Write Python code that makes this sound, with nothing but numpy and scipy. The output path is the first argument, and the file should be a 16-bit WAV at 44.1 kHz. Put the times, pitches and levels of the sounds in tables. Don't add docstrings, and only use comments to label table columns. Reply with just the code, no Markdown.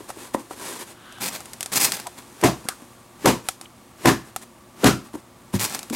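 import sys
import numpy as np
from scipy import signal
from scipy.fft import rfft, irfft, next_fast_len
from scipy.io import wavfile
from scipy.ndimage import uniform_filter1d, minimum_filter1d, map_coordinates

SR = 44100
rng = np.random.default_rng(int(sys.argv[2]) if len(sys.argv) > 2 else 0)


def pcm_store(signal):
    levels = np.round(np.clip(np.atleast_2d(signal), -1, 1) * 32767)
    wavfile.write(sys.argv[1], SR, levels.astype(np.int16).T)


N = 262791
TIME = np.arange(N) / SR
AGE = np.arange(SR // 2) / SR

# start_s, level_db, body_hz, rim_db, t60_s
BUMPS = [(.005, -32.5, 311, 2, 0.068), (.094, -39, 380, 13.5, 0.012), (.169, -32.5, 325, -9, 0.057),
         (0.3466, -9.5, 261, 5, 0.026), (0.509, -27, 318, 5, 0.032), (2.653, -23.5, 236, -6, 0.024),
         (2.821, -32.5, 235, -3, 0.035), (5.14, -25.5, 283, -2, 0.08), (5.153, -19.5, 282, -3, 0.037),
         (5.539, -12.5, 191, -5, 0.11), (5.546, -14, 104.5, -26, 0.13), (5.906, -21, 236, -15, 0.14),
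         (5.929, -21.5, 253, 1.5, 0.12)]
# frequency_hz, level_db
TICK_SPECTRUM = [(100, -5), (600, -3.5), (1500, 2), (2800, 0.5), (4500, 2.5), (6500, 3), (8500, 6),
                 (12000, -1.5), (16000, -14)]
# frequency_hz, level_db
SLIDE_SPECTRUM = [(88, -48), (150, -15), (341, -2.5), (730, -11), (998, -4), (1310, -12), (1450, -9.5),
                  (2400, -14), (3920, -15), (5050, -17), (8900, -13), (12400, -19), (16000, -30)]
# frequency_hz, side_db
STEREO_WIDTH = [(60, -19), (250, -17.5), (1000, -21), (4000, -25), (8000, -33), (14000, -43)]


def amp(db):
    return 10 ** (np.asarray(db) / 20)


def unit(x):
    return x / np.sqrt(np.mean(x ** 2) + 1e-20)


def unit_energy(x):
    return x / np.linalg.norm(x, axis=-1, keepdims=True)


def along(points, hz):
    frequencies, values = np.transpose(points)
    return np.interp(np.log(hz + 1), np.log(frequencies + 1), values)


def wobble(rate):
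    return map_coordinates(rng.standard_normal(int(N * rate / SR) + 4), [TIME * rate])


def coloured(x, gain_db):
    n = x.shape[-1]
    size = 2 * next_fast_len(n // 2 + 4096)
    gain = np.maximum(amp(gain_db(np.fft.rfftfreq(size, 1 / SR))), 1e-6)
    cepstrum = irfft(np.log(gain))
    cepstrum[1:size // 2] *= 2
    cepstrum[size // 2 + 1:] = 0
    return irfft(rfft(x, size) * np.exp(rfft(cepstrum)))[..., :n]


def shaped(x, spectrum):
    return coloured(x, lambda hz: along(spectrum, hz))


def noise(spectrum, shape=N):
    return unit(shaped(rng.standard_normal(shape), spectrum))


def resonance(hz, centre_hz, width=0.1):
    return 1 / (1 + ((hz - centre_hz) / (width * centre_hz)) ** 2)


def fade(t60, age=AGE):
    return np.exp(-np.log(1000) * age / t60)


def mode(hz, t60):
    return np.sin(2 * np.pi * hz * AGE) * fade(t60)


def burst(t60):
    return unit_energy(rng.standard_normal(len(AGE)) * fade(t60))


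def contact(t60, scatter):
    force = scatter * burst(t60)
    force[0] += 1
    return unit_energy(force)


def add(track, start_s, sound):
    start = max(round(start_s * SR), 0)
    part = track[..., start:start + sound.shape[-1]]
    part += sound[..., :part.shape[-1]]


def room_tail(build_s=0.0011, late_db=-27, late_t60=0.56):
    # frequency_hz, t60_s
    room_decay = [(100, 0.34), (400, 0.2), (1500, 0.19), (5000, 0.22), (14000, 0.19)]
    hz, t, bands = signal.stft(rng.standard_normal(len(AGE)), SR, nperseg=256)
    decay = fade(along(room_decay, hz)[:, None], t) + amp(late_db) * fade(late_t60, t)
    tail = signal.istft(bands * decay, SR, nperseg=256)[1][:len(AGE)]
    return unit_energy(tail * (1 - np.exp(-(AGE / build_s) ** 2)))


def in_room(x, wet_db):
    return x + amp(wet_db) * signal.fftconvolve(x, room_tail())[:len(x)]


def room_tone(air_db=-51):
    # frequency_hz, level_db
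    air_spectrum = [(15, -58), (25, -9), (114, -5.5), (170, -7), (242, -0.5), (317, -11), (354, -1),
                    (394, -23.5), (476, -18), (531, -10), (1160, -12), (1400, -16.5), (1520, -20.5),
                    (5000, -27), (16000, -32.5)]
    # pitch_hz, level_db
    partials = [(118.4, -61), (360.7, -62), (479.1, -68.5), (1157, -64.5), (2218, -75.5)]
    mid, side = noise(air_spectrum, (2, N))
    side = amp(-1.5) * shaped(side, STEREO_WIDTH)
    hum = sum(amp(db) * np.sqrt(2) * np.sin(2 * np.pi * hz * TIME + 0.5 * wobble(7.2))
              for hz, db in partials)
    return amp(air_db + 0.14 * wobble(4.66)) * np.array([mid + side, mid - side]) + hum


def slips(per_s, spread_db, smear_s=0.00091):
    chance, size = rng.random(N), rng.standard_normal(N)
    energy = (chance < per_s / SR) * amp(spread_db * np.minimum(size, 2)) ** 2
    energy = signal.lfilter([1], [1, -np.exp(-1 / (smear_s * SR))], energy)
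    return unit(np.sqrt(energy) * rng.standard_normal(N))


def sliding(speed_power=1.06, scuff_db=-21.5, scuff_s=0.0081):
    # start_s, length_s, level_db
    strokes = [(0.079, 0.04, -36.5), (0.147, 0.16, -40.5), (0.378, 0.049, -43.5), (0.495, .06, -41.5),
               (0.544, .29, -34), (0.779, 0.07, -34.5), (0.848, 0.096, -43), (3.434, 0.066, -44.5),
               (3.61, 0.053, -49.5), (4.235, 0.086, -49.5), (4.408, .04, -41.5), (5.03, 0.066, -48.5),
               (5.149, 0.073, -52)]
    # time_s, level_db
    hand_rustle = [(0, -48.5), (1.0, -55.5), (1.35, -47), (2.1, -51), (2.7, -49.5), (3.1, -56),
                   (4.5, -57.5), (5.3, -59), (5.96, -48)]
    rubs = []
    for start_s, length_s, db in strokes:
        speed = np.abs(np.sin(np.pi * np.clip((TIME - start_s) / length_s, 0, 1)))
        rubs.append(amp(db) * speed ** speed_power)
    scuffs = [amp(db + scuff_db) * np.exp(-((TIME - s) / scuff_s) ** 2) for s, db, *_ in BUMPS]
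    rustle = amp(np.interp(TIME, *np.transpose(hand_rustle)))
    return np.linalg.norm(rubs + scuffs + [rustle], axis=0)


def squeezing(grip_s=0.013, tighten_db_per_s=83, ease_s=0.011, settle_db=-15.5, settle_s=0.074):
    # start_s, tighten_s, tightest_db
    squeezes = [(1.202, 0.08, -25), (1.322, 0.039, -32), (1.716, 0.024, -26.5), (1.745, 0.035, -19),
                (1.793, 0.061, -14), (1.93, 0.018, -27), (2.168, 0.021, -41.5), (5.533, 0.03, -30.5),
                (5.588, 0.065, -24), (5.696, 0.01, -33.5), (5.727, 0.022, -29.5), (5.925, .032, -27.5)]
    power = np.zeros(N)
    for start_s, tighten_s, db in squeezes:
        grip = np.clip((TIME - start_s) / grip_s, 0, 1)
        to_go = np.clip(start_s + tighten_s - TIME, 0, tighten_s)
        since = np.maximum(TIME - start_s - tighten_s, 0)
        release = np.maximum(np.exp(-since / ease_s), amp(settle_db) * np.exp(-since / settle_s))
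        power += (amp(db - tighten_db_per_s * to_go) * grip * release) ** 2
    return np.sqrt(power)


def leather(creak_db=-1, brighten=0.56, uneven_db=1.86, crackle_db=-14):
    fine = slips(per_s=6000, spread_db=3, smear_s=0.001)
    coarse = slips(per_s=2200, spread_db=4, smear_s=0.0006) + 0.45 * rng.standard_normal(N)
    slide = unit(shaped(fine, SLIDE_SPECTRUM))
    # frequency_hz, level_db
    creak_spectrum = [(59, -30), (100, -16), (197, -4), (271, -6.5), (634, -10.5), (836, -5.5),
                      (1480, -9.5), (2470, -4), (2930, -9), (4200, -4.5), (6700, -4.5), (7940, -3),
                      (13500, -7.5), (16000, -13)]
    creak = unit(shaped(coarse, creak_spectrum))
    dull = signal.sosfilt(signal.butter(1, 1400, fs=SR, output="sos"), creak)
    squeeze = squeezing() * amp(uneven_db * wobble(70))
    tightness = np.maximum(squeeze, amp(-40)) / amp(-15)
    creak += dull * (tightness ** -brighten - 1)
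    creak += amp(crackle_db) * unit(shaped(slips(per_s=45, spread_db=1), TICK_SPECTRUM))
    return in_room(sliding() * slide + amp(creak_db) * squeeze * creak, wet_db=-10.5)


def squeaks():
    # centre_s, level_db, pitch_hz, half_length_s
    lace_slips = [(1.12, -49, 1430, 0.15), (1.16, -51, 3220, 0.18), (2.072, -34, 810, 0.013),
                  (2.702, -39.5, 1320, 0.033), (3.658, -41.5, 2920, 0.0036)]
    out = np.zeros(N)
    for centre_s, db, hz, half_length_s in lace_slips:
        band = signal.butter(2, [0.83 * hz, 1.19 * hz], "band", fs=SR, output="sos")
        rub = unit(signal.sosfilt(band, rng.standard_normal(N)))
        out += amp(db) * rub * np.exp(-((TIME - centre_s) / half_length_s) ** 2)
    return out


def knocks():
    out = np.zeros(N)
    for start_s, db, body_hz, rim_db, t60 in BUMPS:
        body = mode(body_hz, t60) - 0.4 * mode(1.36 * body_hz, t60)
        body += 0.24 * mode(1.89 * body_hz, 1.13 * t60)
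        rim = mode(980, 0.012) - mode(530, 0.014) - 0.25 * mode(1900, 0.008)
        onset = 1 - np.exp(-AGE * body_hz / 0.2)
        add(out, start_s, in_room(amp(db) * (body + amp(rim_db) * rim) * onset, wet_db=-9.5))
    return out


def ticks(snap_db=4, rustle_db=-4, echo_db=-11):
    # start_s, level_db, web_db
    flicks = [(0.102, -19, -24.5), (0.5107, -28, -28.5), (1.124, -23.5, -44), (1.1839, -30, -35.5),
              (1.2854, -8, -50), (1.4046, -18, -35), (1.4564, -18, -41), (1.5331, -12.5, -59),
              (1.607, -4.5, -36), (1.6286, -4.5, -40), (1.6595, -8, -30.5), (1.92, 1, -45),
              (1.968, -12, -51), (1.9987, -12, -52), (2.0687, -10.5, -37), (2.413, -14.5, -38),
              (2.6866, 1, -21), (3.4867, 1.5, -17.5), (3.612, -15, -35.5), (4.3616, -5.5, -21),
              (5.595, -8, -36), (5.6965, -12, -39), (5.7247, -13, -32), (5.7472, -5, -26.5),
              (5.791, -9.5, -42), (5.8294, -14, -38), (5.899, -13, -36)]
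    out = np.zeros(N)
    for start_s, db, web_db in flicks:
        force = contact(t60=0.008, scatter=0.8) + amp(echo_db) * room_tail()
        add(force, 0.001, amp(rustle_db) * burst(t60=0.027))
        snap = amp(db + snap_db) * unit_energy(shaped(force, TICK_SPECTRUM))
        web = amp(web_db) * (mode(764, 0.027) - 0.87 * mode(1310, 0.019))
        add(out, start_s + 0.0008, snap + web)
    return out


def slaps(crack_db=24, thump_db=-2, puff_db=-13, ring_db=-14, echo_db=19, swish_db=-46):
    # start_s, level_db, tilt_db_per_octave, puff_s, finger_delay_s, palm_hz, palm_db, gap_hz, gap_db
    blows = [(2.4378, -3, -1, 0.014, 0.0038, 667, 10, 1000, 7),
             (3.2579, -1, -0.57, 0.016, 0.0028, 500, 9.5, 966, 9.5),
             (4.0564, 0, -1, 0.012, .0018, 1080, 5.5, 1720, 8.5),
             (4.8433, 1, -1, 0.013, 0.0014, 393, 2, 1370, 8.5)]
    # pitch_hz, level_db, t60_s
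    ring_modes = [(65.6, -12, 0.36), (126, 1, 0.25), (182, -15, 0.13), (231.5, -7, 0.27), (268.8, 5.5, 0.2),
                  (333, 3.5, 0.24), (405.8, 0, 0.19), (479.6, -6, 0.16), (608, -4.5, 0.18),
                  (739.5, -1.5, 0.17), (1002, -10, 0.25)]
    # frequency_hz, level_db
    crack_spectrum = [(40, -26), (110, -1.5), (300, 11), (550, 1), (1000, 0), (1800, -4.5), (3000, -8),
                      (7500, -9.5), (12000, -10), (16000, -31)]
    echo_spectrum = [(24, -29), (40, -34), (91, -16.5), (124, -9.5), (237, -5), (297, -6.5), (329, -4),
                     (491, -12), (918, -11.5), (2770, -16), (3060, -17.5), (3470, -18.5), (6820, -18.5),
                     (12800, -24.5), (16000, -33)]
    puff_spectrum = [(60, -29), (300, 11), (1000, -8), (2000, -13.5), (5000, -28), (16000, -54)]
    out = np.zeros(N)
    for start_s, db, tilt, puff_s, finger_delay_s, palm_hz, palm_db, gap_hz, gap_db in blows:
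        def cupped_hand(hz):
            slope = tilt * np.log2((hz + 100) / 1000)
            return slope + palm_db * resonance(hz, palm_hz) + gap_db * resonance(hz, gap_hz)

        hit = np.zeros(N)
        force = contact(t60=0.02, scatter=5)
        add(force, finger_delay_s, contact(t60=0.028, scatter=5))
        crack = unit_energy(coloured(shaped(force, crack_spectrum), cupped_hand))
        add(hit, start_s, amp(crack_db) * crack)
        thump = mode(276, 0.054) + 0.5 * mode(370, 0.025) + 0.5 * mode(161, 0.038)
        add(hit, start_s + 0.0025, amp(thump_db) * thump * (1 - np.exp(-AGE / 0.003)))
        ring = np.zeros(len(AGE))
        for hz, mode_db, t60 in ring_modes:
            gain = amp(mode_db + rng.normal(0, 1.5))
            ring += gain * mode(hz * rng.normal(1, 0.004), t60) * rng.choice([-1, 1])
        add(hit, start_s, amp(ring_db) * ring * (1 - np.exp(-AGE / 0.005)))
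        echo = unit_energy(coloured(shaped(room_tail(build_s=0.017), echo_spectrum), cupped_hand))
        add(hit, start_s, amp(echo_db) * echo)
        puff = noise(puff_spectrum, len(AGE)) * (AGE / puff_s) * (AGE < puff_s)
        add(hit, start_s - puff_s, amp(puff_db) * puff)
        swing = np.exp(-np.abs(TIME - start_s) / 0.032)
        sleeve = noise(SLIDE_SPECTRUM) + amp(13) * noise(echo_spectrum)
        out += amp(db) * (hit + amp(swish_db) * swing * sleeve)
    return out


def scene():
    # frequency_hz, left_over_right_db
    balance = [(60, 1.5), (250, 2.1), (1000, 0.7), (3000, 1.5), (8000, 0.1), (14000, -0.45)]
    mitt = slaps() + ticks() + knocks() + squeaks() + leather()
    clutter = burst(t60=0.08)
    side = shaped(signal.fftconvolve(mitt, clutter)[:N], STEREO_WIDTH)
    left = coloured(mitt + side, lambda hz: along(balance, hz) / 2)
    right = coloured(mitt - side, lambda hz: -along(balance, hz) / 2)
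    return np.array([left, right]) + room_tone()


def record(dry, low_cut_hz=45, top_hz=16100, release_db_per_s=800):
    dry = signal.sosfilt(signal.butter(2, low_cut_hz, "high", fs=SR, output="sos"), dry)
    ahead = SR // 600
    over_db = np.maximum(20 * np.log10(np.abs(dry).max(axis=0) + 1e-9), 0)
    held_db = -minimum_filter1d(-over_db, 2 * ahead)
    recovery_db = release_db_per_s * TIME
    duck_db = np.maximum.accumulate(held_db + recovery_db) - recovery_db
    limited = dry * amp(-uniform_filter1d(duck_db, ahead))
    size = next_fast_len(N + SR // 2)
    high_cut = 1 / (1 + (np.fft.rfftfreq(size, 1 / SR) / top_hz) ** 200)
    return irfft(rfft(limited, size) * high_cut, size)[:, :N]


dry = scene()
out = record(dry)
pcm_store(out)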